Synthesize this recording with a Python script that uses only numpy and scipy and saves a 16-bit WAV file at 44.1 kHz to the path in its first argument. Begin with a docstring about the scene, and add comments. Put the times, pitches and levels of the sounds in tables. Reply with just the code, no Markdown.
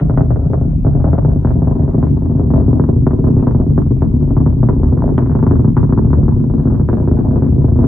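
"""Under open sky: a deep, buffeting roar, most likely a rocket climbing far overhead.
The turbulent exhaust rumbles and sheds shock fronts that arrive as thuds and crackle, each with its
ground echo. Brief swirls, faint swishes and wisps come and go; one run of hollow pops flaps past.
The microphone smears the bass, a limiter holds the peaks, faint hiss lies underneath."""
import sys
import numpy as np
from scipy import signal
from scipy.fft import rfft, irfft, next_fast_len
from scipy.io import wavfile
from scipy.ndimage import uniform_filter1d, minimum_filter1d

SR = 44100
rng = np.random.default_rng(int(sys.argv[2]) if len(sys.argv) > 2 else 0)


def file_out(sig):
    """Save sig as 16-bit WAV at sys.argv[1]."""
    # one column per channel
    cols = np.atleast_2d(sig).T
    # limit, then scale
    lim = np.clip(cols, -1, 1)
    pcm = np.round(lim * 32767).astype(np.int16)
    wavfile.write(sys.argv[1], SR, pcm)


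N = 347067
TIME = np.arange(N) / SR

# Table levels are relative.
# slow exhaust surges: t/s, body level/dB, roar level/dB
EXHAUST_SURGES = [(0.0, -32, -34), (0.11, -33, -39), (0.24, -26.5, -38), (0.5, -24, -38.5),
                  (0.68, -24.5, -43.5), (0.8, -31, -50), (0.87, -29, -41.5), (1.03, -25, -34),
                  (1.51, -26.5, -40), (1.8, -25, -36), (2.05, -24, -39), (2.13, -25, -46.5),
                  (2.3, -22, -43), (2.69, -23, -38.5), (2.9, -23, -40), (3.03, -25.5, -53),
                  (3.11, -20, -42.5), (3.4, -23.5, -39.5), (3.92, -24.5, -45.5), (4.15, -24, -44),
                  (4.32, -24.5, -37), (4.56, -25, -45), (4.69, -27.5, -41), (4.84, -23.5, -36.5),
                  (5.3, -26, -35), (5.6, -25.5, -39), (5.73, -30, -43), (5.9, -25.5, -41),
                  (6.09, -24.5, -39), (6.42, -23, -43), (6.58, -23.5, -38), (6.75, -24.5, -38),
                  (6.86, -27, -45), (6.96, -22, -39), (7.28, -26, -38), (7.58, -28, -38), (7.87, -25, -29)]
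# mid turbulence: f/Hz, density/dB
ROAR_SPECTRUM = [(120, -20), (250, 6), (400, -2.5), (650, -5.5), (1000, -17.5), (1500, -29.5), (2200, -50),
                 (4000, -76)]
# deep turbulence: f/Hz, density/dB
RUMBLE_SPECTRUM = [(18, 6), (30, 12), (42, 19), (60, 19), (78, 18), (98, -4), (130, -3), (170, -7),
                   (260, -13), (400, -35), (800, -81.5)]
# prominent shock fronts: t/s, pressure jump/dB, rise/ms
STRONG_FRONTS = [(0.0972, 3.5, 0.34), (0.1751, 2.5, 0.25), (0.208, 1.5, 0.29), (0.3059, 2, 0.35),
                 (0.36, -3, 0.31), (0.534, 2, 0.3), (0.613, 0, 0.5), (0.8489, 4, 0.43), (0.8675, 3.5, 0.39),
                 (0.952, 3, 0.47), (1.0, 0, 0.47), (1.043, 4.5, 0.35), (1.068, -3, 0.37),
                 (1.0781, 0.5, 0.36), (1.1314, 3.5, 0.32), (1.158, -13.5, 0.28), (1.1806, 1, 0.34),
                 (1.2491, 4, 0.4), (1.3599, 5.5, 0.72), (1.4483, 5.5, 0.33), (1.4729, -4.5, 0.25),
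                 (1.5062, -1, 0.34), (1.6199, 2.0, 0.45), (1.673, 3.5, 0.41), (1.712, 2.5, 0.46),
                 (1.7956, 3.5, 0.5), (1.82, -10.5, 0.32), (1.8344, 3, 0.67), (1.879, 0.5, 0.41),
                 (1.9447, 2.5, 0.47), (1.9796, 5.5, 0.57), (2.0281, 3, 0.32), (2.069, -7.5, 0.28),
                 (2.169, -2, 0.46), (2.221, -2, 0.46), (2.259, -2, 0.46), (2.297, 0, 0.53),
                 (2.316, -4, 0.46), (2.396, 2, 0.42), (2.432, -3.5, 0.51), (2.46, -3.5, 0.57),
                 (2.5042, 2.8, 0.41), (2.5379, 5, 0.36), (2.5607, 1.5, 0.39), (2.579, -8, 0.36),
                 (2.6, -1.5, 0.36), (2.618, -1, 0.48), (2.642, -1.5, 0.54), (2.6808, 6.5, 0.59),
                 (2.7302, 7.5, 0.49), (2.7973, 8, 0.36), (2.839, -3, 0.31), (2.89, 6.5, 0.46),
                 (2.929, 1, 0.56), (2.9632, 5.5, 0.69), (3.0213, 4, 0.85), (3.0675, 6.5, 0.3),
                 (3.1084, -8, 0.24), (3.133, 3, 0.45), (3.1899, 5.5, 0.65), (3.2421, 3.5, 0.39),
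                 (3.2698, 1.5, 0.41), (3.302, 2.5, 0.52), (3.338, 4.5, 0.87), (3.3667, 6, 0.59),
                 (3.377, -3, 0.4), (3.3965, 1, 0.5), (3.4269, 3.5, 0.42), (3.4712, 6, 0.33),
                 (3.51, -8, 0.25), (3.5482, 8, 0.49), (3.599, 6, 0.53), (3.6652, 2.5, 0.62),
                 (3.7045, 4, 0.71), (3.7788, 7, 0.34), (3.819, -12.5, 0.23), (3.864, 0.5, 0.6),
                 (3.9076, 4.5, 0.65), (4.021, 5.5, 0.35), (4.307, 1.5, 0.44), (4.3675, 3, 0.34),
                 (4.4025, 3.5, 0.56), (4.4629, 3.5, 0.34), (4.528, -8.5, 0.37), (4.6305, 6.5, 0.38),
                 (4.688, 3.5, 0.28), (4.7082, -0.5, 0.42), (4.8329, 2, 0.36), (4.9262, 1, 0.45),
                 (4.975, -6.5, 0.28), (5.091, 1.5, 0.38), (5.18, 4, 0.23), (5.262, -6.5, 0.26),
                 (5.297, -4.5, 0.3), (5.316, -4.5, 0.29), (5.352, 3, 0.32), (5.391, -5, 0.27),
                 (5.4277, 3.5, 0.32), (5.4668, 4.5, 0.31), (5.511, 5, 0.3), (5.5558, -2, 0.35),
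                 (5.5953, 3.5, 0.45), (5.6459, 3.5, 0.43), (5.678, 1.5, 0.45), (5.768, 3.5, 0.26),
                 (5.7942, 0, 0.53), (5.8305, 2.5, 0.34), (5.8932, 2, 0.47), (5.9249, 3.5, 0.315),
                 (5.9762, 5, 0.36), (6.048, 1.5, 0.47), (6.1044, 0.5, 0.47), (6.1313, 3.5, 0.29),
                 (6.1718, 0.5, 0.66), (6.2305, 2, 0.48), (6.255, -5, 0.43), (6.282, 2, 0.35),
                 (6.322, 1, 0.56), (6.44, -0.5, 0.47), (6.5, -3, 0.4), (6.538, -1.5, 0.41),
                 (6.582, -5, 0.4), (6.596, -2, 0.45), (6.615, -9, 0.45), (6.655, -5, 0.38),
                 (6.6734, 0, 0.38), (6.701, -3, 0.4), (6.724, -3.5, 0.4), (6.744, -3, 0.37),
                 (6.7977, 0, 0.38), (6.8886, 2.5, 0.26), (6.913, -12.5, 0.33), (6.93, 0, 0.3),
                 (6.971, -4.5, 0.34), (7.001, 0, 0.39), (7.076, 2.5, 0.36), (7.114, 4.5, 0.44),
                 (7.1875, 3, 0.45), (7.249, -0.5, 0.44), (7.282, -1.5, 0.44), (7.31, -4, 0.34),
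                 (7.359, -1, 0.36), (7.4226, 2.5, 0.37), (7.449, -7.5, 0.38), (7.464, -8, 0.29),
                 (7.644, 6, 0.51), (7.683, -2, 0.41), (7.7, -16, 0.41), (7.72, 1.5, 0.5),
                 (7.7901, 5.5, 0.49), (7.8195, -1.5, 0.46), (7.829, -4.5, 0.33), (7.841, 2, 0.35)]
# hollow pops, falling in pitch: t/s, f/Hz, level/dB
POP_RUN = [(5.0215, 880, -13.5), (5.040, 580, -8.5), (5.061, 620, -20), (5.078, 650, -13),
           (5.098, 570, -12.5), (5.122, 375, -12)]
# rising swirls: t/s, half length/s, f/Hz, level/dB
SWIRL_EVENTS = [(2.566, 0.056, 525.5, -27.5), (2.765, 0.016, 660, -32.5), (3.589, 0.029, 640, -28),
                (3.617, 0.014, 665, -25.5), (6.189, 0.025, 540, -22.5), (6.323, 0.0086, 890, -32.5),
                (6.585, 0.03, 557, -33), (7.019, 0.034, 601, -35), (7.255, 0.012, 753, -23.5),
                (7.325, 0.045, 660, -34.5)]
# airy swishes: t/s, half length/s, level/dB
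SWISH_EVENTS = [(1.504, 0.048, -60), (1.976, .13, -69.5), (2.078, 0.025, -61), (3.425, .07, -64.5),
                (5.247, 0.08, -63), (4.002, 0.036, -69.5), (6.93, 0.045, -60.5), (7.449, 0.05, -64)]
# swish colour: f/Hz, density/dB
SWISH_SPECTRUM = [(900, -27.5), (1700, 6), (2400, -2), (3000, -18.5), (4300, -17.5), (6000, -43)]
# thin high rustles: t/s, half length/s, f/Hz, level/dB
WISP_EVENTS = [(0.718, 0.02, 2350, -68), (0.81, 0.04, 2500, -72), (2.113, 0.018, 2790, -72),
               (3.39, 0.053, 2520, -71), (4.0, 0.05, 2420, -70.5), (7.1, 0.15, 2395, -71.5),
               (7.42, 0.08, 2420, -72)]
# close reflection, shifting as the microphone moves: t/s, delay/ms, level/dB
NEAR_REFLECTION = [(0, 1.5, -7.5), (1.2, 1.44, -8), (2.0, 1.04, -14.5), (3.0, 0.88, -12), (4.5, 0.94, -9.5),
                   (5.1, 0.92, -15), (5.4, 0.87, -8.5), (5.8, 0.89, -3.5), (6.5, 0.82, -9),
                   (7.2, 0.69, -16), (7.87, 0.97, -16)]
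# ground echo, later as the source climbs: t/s, delay/ms
GROUND_DELAY = [(0, 7.37), (3, 7.76), (5, 7.77), (6, 7.99), (7.87, 8.02)]
# two farther surfaces: delay/s, level/dB, cutoff/Hz
FAR_ECHOES = [(0.0261, -23.5, 2993), (0.041, -15.5, 2990)]
# scatter from the surroundings: f/Hz, level/dB
SCATTER_SPECTRUM = [(60, -16), (150, -7.5), (300, -3.5), (600, 3), (900, 0), (1450, -4.5), (3000, -5.5)]
# microphone all-passes, bass lag: f/Hz, Q
MIC_ALLPASSES = [(50.4, .56), (97.4, .81), (296, .86)]
# microphone peaks and dips: f/Hz, Q, gain/dB
MIC_EQ = [(517, 2, -6), (715, 22, 2), (745, 3.2, -7), (970, 14, 2), (1095, 2.2, -3.5), (1820, 3.4, 1),
          (2220, 2, -5), (3220, 1.9, 6)]
# electronic hiss: f/Hz, density/dB
HISS_SPECTRUM = [(1000, 9), (2500, 10.5), (4000, 6.5), (5000, -0.5), (6500, 6), (11000, -17), (16000, -4)]


def exhaust_roar(body_db, roar_db, gain_db=-4.0, body_share=0.15,
                 flutter_db=3.5, flutter_hz=22.0, rasp_db=4.5, rasp_hz=142.0):
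    """Mid turbulence: noise that surges, flutters and rasps."""
    surge_db = gain_db + roar_db + body_share * (body_db - body_db.mean())
    level_db = surge_db + flutter_db * wobble(flutter_hz) + rasp_db * wobble(rasp_hz)
    return from_db(level_db) * noise(ROAR_SPECTRUM)[0]


def exhaust_rumble(gain_db=-2.0, fade_in_s=0.02):
    """Deep turbulence: steady noise."""
    return from_db(gain_db) * noise(RUMBLE_SPECTRUM)[0] * np.tanh(TIME / fade_in_s) ** 2


def shock_train(fronts, relax_s=0.0044, wrinkle_db=-19.0, wrinkle_s=0.0024, wrinkles=4):
    """Pressure sags, jumps, relaxes at each front; turbulent air adds weaker copies around it."""
    reach = SR // 35
    out = np.zeros(N + 2 * reach)
    shares = np.r_[1, np.full(wrinkles, from_db(wrinkle_db))]
    for at_s, jump_db, rise_ms in fronts:
        offsets_s = np.r_[0, wrinkle_s * rng.standard_normal(wrinkles)]
        t = np.arange(-reach, reach) / SR - offsets_s[:, None]
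        teeth = np.tanh(t * 1000 / rise_ms) * np.exp(-np.abs(t) / relax_s)
        start = int(np.clip(at_s * SR, 0, N))
        out[start:start + 2 * reach] += from_db(jump_db) * (shares @ teeth)
    return out[reach:reach + N]


def strong_shocks(gain_db=-4.5, cutoff_hz=2600):
    """Distinct fronts: a short rise cracks, a long one thuds. Air absorbs the top treble."""
    at_s, jump_db, rise_ms = np.transpose(STRONG_FRONTS)
    return lowpass(shock_train(zip(at_s, jump_db + gain_db, rise_ms)), cutoff_hz, order=3)


def thuds(body_db, roar_db, gap_s=0.033, gap_spread=0.26, gain_db=-4, spread_db=2.0, body_share=0.073,
          base_rise_ms=0.67, rise_spread=0.041, steepening_per_db=0.1342, cutoff_hz=1200, count=300):
    """Uneven train of blunt fronts, heavier and steeper as the exhaust surges."""
    gap_z, jump_z, rise_z = np.clip(rng.standard_normal((count, 3)), -2, 2).T
    at_s = np.cumsum(gap_s * np.exp(gap_spread * gap_z))
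    body_swing_db = np.interp(at_s, TIME, body_db - body_db.mean())
    roar_swing_db = np.interp(at_s, TIME, roar_db - roar_db.mean())
    jump_db = gain_db + body_share * body_swing_db + spread_db * jump_z + lull_db(at_s)
    steepening = steepening_per_db * (body_swing_db + roar_swing_db) / 2
    rise_ms = base_rise_ms * np.exp(rise_spread * rise_z - steepening)
    fronts = np.c_[at_s, jump_db, rise_ms][at_s < N / SR]
    return lowpass(shock_train(fronts), cutoff_hz, order=4)


def crackle(roar_db, gain_db=18.0, spread_db=4.2, lull_share=0.47,
            base_rise_ms=0.38, rise_spread=0.044, cutoff_hz=1900, count=420):
    """Weak fronts at random times; their level tracks the roar."""
    at_s = rng.random(count) * N / SR
    jump_z, rise_z = np.clip(rng.standard_normal((count, 2)), -2, 2).T
    jump_db = np.interp(at_s, TIME, roar_db) + gain_db + spread_db * jump_z + lull_share * lull_db(at_s)
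    rise_ms = base_rise_ms * np.exp(rise_spread * rise_z)
    return lowpass(shock_train(zip(at_s, jump_db, rise_ms)), cutoff_hz, order=4)


def lull_db(at_s, depth_db=-12, reach_s=0.022):
    """Level drop of weak fronts: a strong front swallows its neighbours."""
    strong_s, jump_db, _ = np.transpose(STRONG_FRONTS)
    nearness = np.exp(-((strong_s - at_s[:, None]) / reach_s) ** 4)
    strength = np.minimum(from_db(jump_db), 1)
    return depth_db * (strength * nearness).max(axis=1)


def snaps(hz=3120.0, half_s=0.00085, lag_s=0.00048, gain_db=-45.0, steep_ms=0.22, loss_db_per_ms=520):
    """Thin bright edge of the steepest fronts; blunter ones lose it."""
    out = np.zeros(N)
    reach = SR // 200
    for at_s, jump_db, rise_ms in STRONG_FRONTS:
        edge_db = jump_db + gain_db - loss_db_per_ms * max(rise_ms - steep_ms, 0)
        span = slice(int(at_s * SR) - reach, int(at_s * SR) + reach)
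        t = TIME[span] - at_s - lag_s
        out[span] += swell(t, half_s, edge_db) * np.sin(2 * np.pi * hz * t)
    return out


def pops(peak_cycles=0.73, cutoff_hz=1880):
    """Dry, hollow tone bursts: peak within a cycle, gone in a few."""
    out = np.zeros(N)
    for at_s, hz, db in POP_RUN:
        cycles = np.clip(hz * (TIME - at_s), 0, 20)
        envelope = cycles / peak_cycles * np.exp(1 - cycles / peak_cycles)
        out += from_db(db) * envelope * np.sin(2 * np.pi * cycles)
    return lowpass(out, cutoff_hz, order=5)


def swirls(half_width_hz=64.0, octaves_per_s=6.7):
    """Hollow noise bands that swell, glide up and fade."""
    out = np.zeros(N)
    for at_s, half_s, hz, db in SWIRL_EVENTS:
        pitch_hz = hz * 2 ** np.clip(octaves_per_s * (TIME - at_s), -1, 1)
        phase = 2 * np.pi * np.cumsum(pitch_hz) / SR
        band = wobble(half_width_hz) * np.cos(phase) + wobble(half_width_hz) * np.sin(phase)
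        out += swell(TIME - at_s, half_s, db) * band / np.sqrt(2)
    return out


def swishes():
    """Faint swells of airy stereo noise."""
    envelope = sum(swell(TIME - at_s, half_s, db) for at_s, half_s, db in SWISH_EVENTS)
    return envelope * noise(SWISH_SPECTRUM, channels=2)


def wisps(half_width_hz=84.0):
    """Faint swells of narrow, high noise at steady pitch."""
    baseband = (wobble(half_width_hz) + 1j * wobble(half_width_hz)) / np.sqrt(2)
    out = np.zeros(N)
    for at_s, half_s, hz, db in WISP_EVENTS:
        band = np.real(baseband * np.exp(2j * np.pi * hz * TIME))
        out += swell(TIME - at_s, half_s, db) * band
    return out


def reflections(x, ground_db=-4.0, ground_cutoff_hz=2800, wander_ms=0.11, wander_hz=6):
    """Add echoes in turn: a close surface that hollows the mids, the ground, two far surfaces."""
    near_ms, near_db = curves(NEAR_REFLECTION)
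    x = x + from_db(near_db) * delay(x, near_ms / 1000)
    # sound leaves from all along the plume, so the ground path wanders
    ground_ms = curves(GROUND_DELAY)[0] + wander_ms * wobble(wander_hz)
    x = x + from_db(ground_db) * lowpass(delay(x, ground_ms / 1000), ground_cutoff_hz)
    return x + sum(from_db(db) * lowpass(delay(x, lag_s), hz) for lag_s, db, hz in FAR_ECHOES)


def scatter(x, decay_s=0.0055, linger_s=0.013, linger_db=-13, grain_db=4.5, grain_hz=273.0):
    """The surroundings return each band's energy as a short grainy wash, different at each port."""
    edges_hz = np.geomspace(45, 4000, 12)
    hz, db = np.transpose(SCATTER_SPECTRUM)
    grains = rng.standard_normal((2, 2, N)) * from_db(grain_db * wobble(grain_hz))
    out = 0
    for k, (low_hz, high_hz) in enumerate(zip(edges_hz, edges_hz[1:])):
        band = signal.butter(2, [low_hz, high_hz], "band", fs=SR, output="sos")
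        power = signal.sosfilt(np.vstack([band, band]), x) ** 2   # two passes: steeper skirts
        power = tail(power, decay_s) + from_db(linger_db) ** 2 * tail(power, linger_s)
        carrier = unit_rms(signal.sosfilt(band, grains[k % 2]))   # adjacent bands uncorrelated
        gain = from_db(np.interp(np.log(low_hz * high_hz) / 2, np.log(hz), db))
        out = out + gain * signal.sosfilt(band, np.sqrt(power) * carrier)
    return out


def mic_ports(x, left_lag_s=0.00008):
    """Two ports: in phase in the bass, drifting apart in the treble."""
    return np.array([delay(x, left_lag_s), allpass(x, hz=2300, q=1.9)])


def mic_response(x, low_cut_hz=148.2):
    """Low cut, bass lag, peaks and dips."""
    x = signal.sosfilt(signal.butter(2, low_cut_hz, "high", fs=SR, output="sos"), x)
    for hz, q in MIC_ALLPASSES:
        x = allpass(x, hz, q)
    for hz, q, db in MIC_EQ:
        band = (x - allpass(x, hz, q)) / 2
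        x = x + (from_db(db) - 1) * band
    return x


def limiter(x, ceiling_db=-0.7, release_db_per_s=261.5, ahead_samples=65):
    """Gain ducks just ahead of each peak and recovers fast."""
    peak_db = 20 * np.log10(np.abs(x).max(axis=0) + 1e-9)
    over_db = np.maximum(peak_db - ceiling_db, 0)
    ramp_db = release_db_per_s * TIME
    held_db = np.maximum.accumulate(over_db + ramp_db) - ramp_db
    gain_db = minimum_filter1d(-held_db, 2 * ahead_samples)
    for _ in range(2):
        gain_db = uniform_filter1d(gain_db, ahead_samples)
    return x * from_db(gain_db)


def whine(x, gain_db=-64.0, hz=SR / 4):
    """Faint carrier near 11 kHz, modulated by the signal."""
    return x * from_db(gain_db) * np.cos(2 * np.pi * hz * TIME)


def hiss(common_db=-69.5, separate_db=-79.0):
    """Electronic noise: one part shared, one per channel."""
    common = from_db(common_db) * noise(HISS_SPECTRUM)
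    return common + from_db(separate_db) * noise(HISS_SPECTRUM, channels=2)


def from_db(db):
    """Decibels to gain."""
    return 10 ** (np.asarray(db) / 20)


def unit_rms(x):
    """Scale to rms 1."""
    return x / np.sqrt(np.mean(x ** 2) + 1e-20)


def curves(rows):
    """Interpolate each value column to every sample."""
    at_s, *columns = np.transpose(rows)
    return [np.interp(TIME, at_s, column) for column in columns]


def swell(t, half_s, peak_db):
    """Gaussian envelope around t = 0."""
    return from_db(peak_db) * np.exp(-(t / half_s) ** 2)


def noise(spectrum, channels=1):
    """Noise of the given spectrum, rms 1."""
    hz, db = np.transpose(spectrum)
    length = next_fast_len(N)
    bins_hz = np.maximum(np.fft.rfftfreq(length, 1 / SR), 1)
    gain = from_db(np.interp(np.log(bins_hz), np.log(hz), db))
    white = rng.standard_normal((channels, length))
    return unit_rms(irfft(rfft(white) * gain, length)[:, :N])


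def wobble(hz):
    """Random drift below hz, rms 1."""
    return unit_rms(lowpass(rng.standard_normal(N + SR), hz, order=2)[SR:])


def lowpass(x, hz, order=1):
    """Butterworth low-pass."""
    return signal.sosfilt(signal.butter(order, hz, fs=SR, output="sos"), x)


def allpass(x, hz, q):
    """Lag around hz, flat magnitude."""
    w = 2 * np.pi * hz / SR
    alpha = np.sin(w) / (2 * q)
    a = [1 + alpha, -2 * np.cos(w), 1 - alpha]
    return signal.lfilter(a[::-1], a, x)


def delay(x, lag_s):
    """Fractional delay, constant or varying."""
    return np.interp(TIME - lag_s, TIME, x, left=0)


def tail(power, decay_s):
    """Spread energy over an exponential decay."""
    pole = np.exp(-1 / (decay_s * SR))
    return signal.lfilter([1 - pole], [1, -pole], power)


def scene(left_tilt_db=0.55):
    """Exhaust, shocks and swirls with echoes and scatter; the rest direct only. Left slightly louder."""
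    body_db, roar_db = curves(EXHAUST_SURGES)
    turbulence = exhaust_rumble() + exhaust_roar(body_db, roar_db)
    shocks = thuds(body_db, roar_db) + crackle(roar_db) + strong_shocks()
    arriving = reflections(turbulence + shocks + swirls())
    stereo = mic_ports(arriving) + scatter(arriving)
    direct = snaps() + pops() + swishes() + wisps()
    return (stereo + direct) * from_db([[left_tilt_db], [-left_tilt_db]])


def record(dry, drive_db=3.0, cutoff_hz=15700):
    """Microphone, limiter, whine and hiss, steep top cut."""
    x = limiter(from_db(drive_db) * mic_response(dry))
    top_cut = signal.ellip(10, 0.1, 80, cutoff_hz, fs=SR, output="sos")
    return signal.sosfilt(top_cut, x + whine(x) + hiss())


dry = scene()
out = record(dry)
file_out(out)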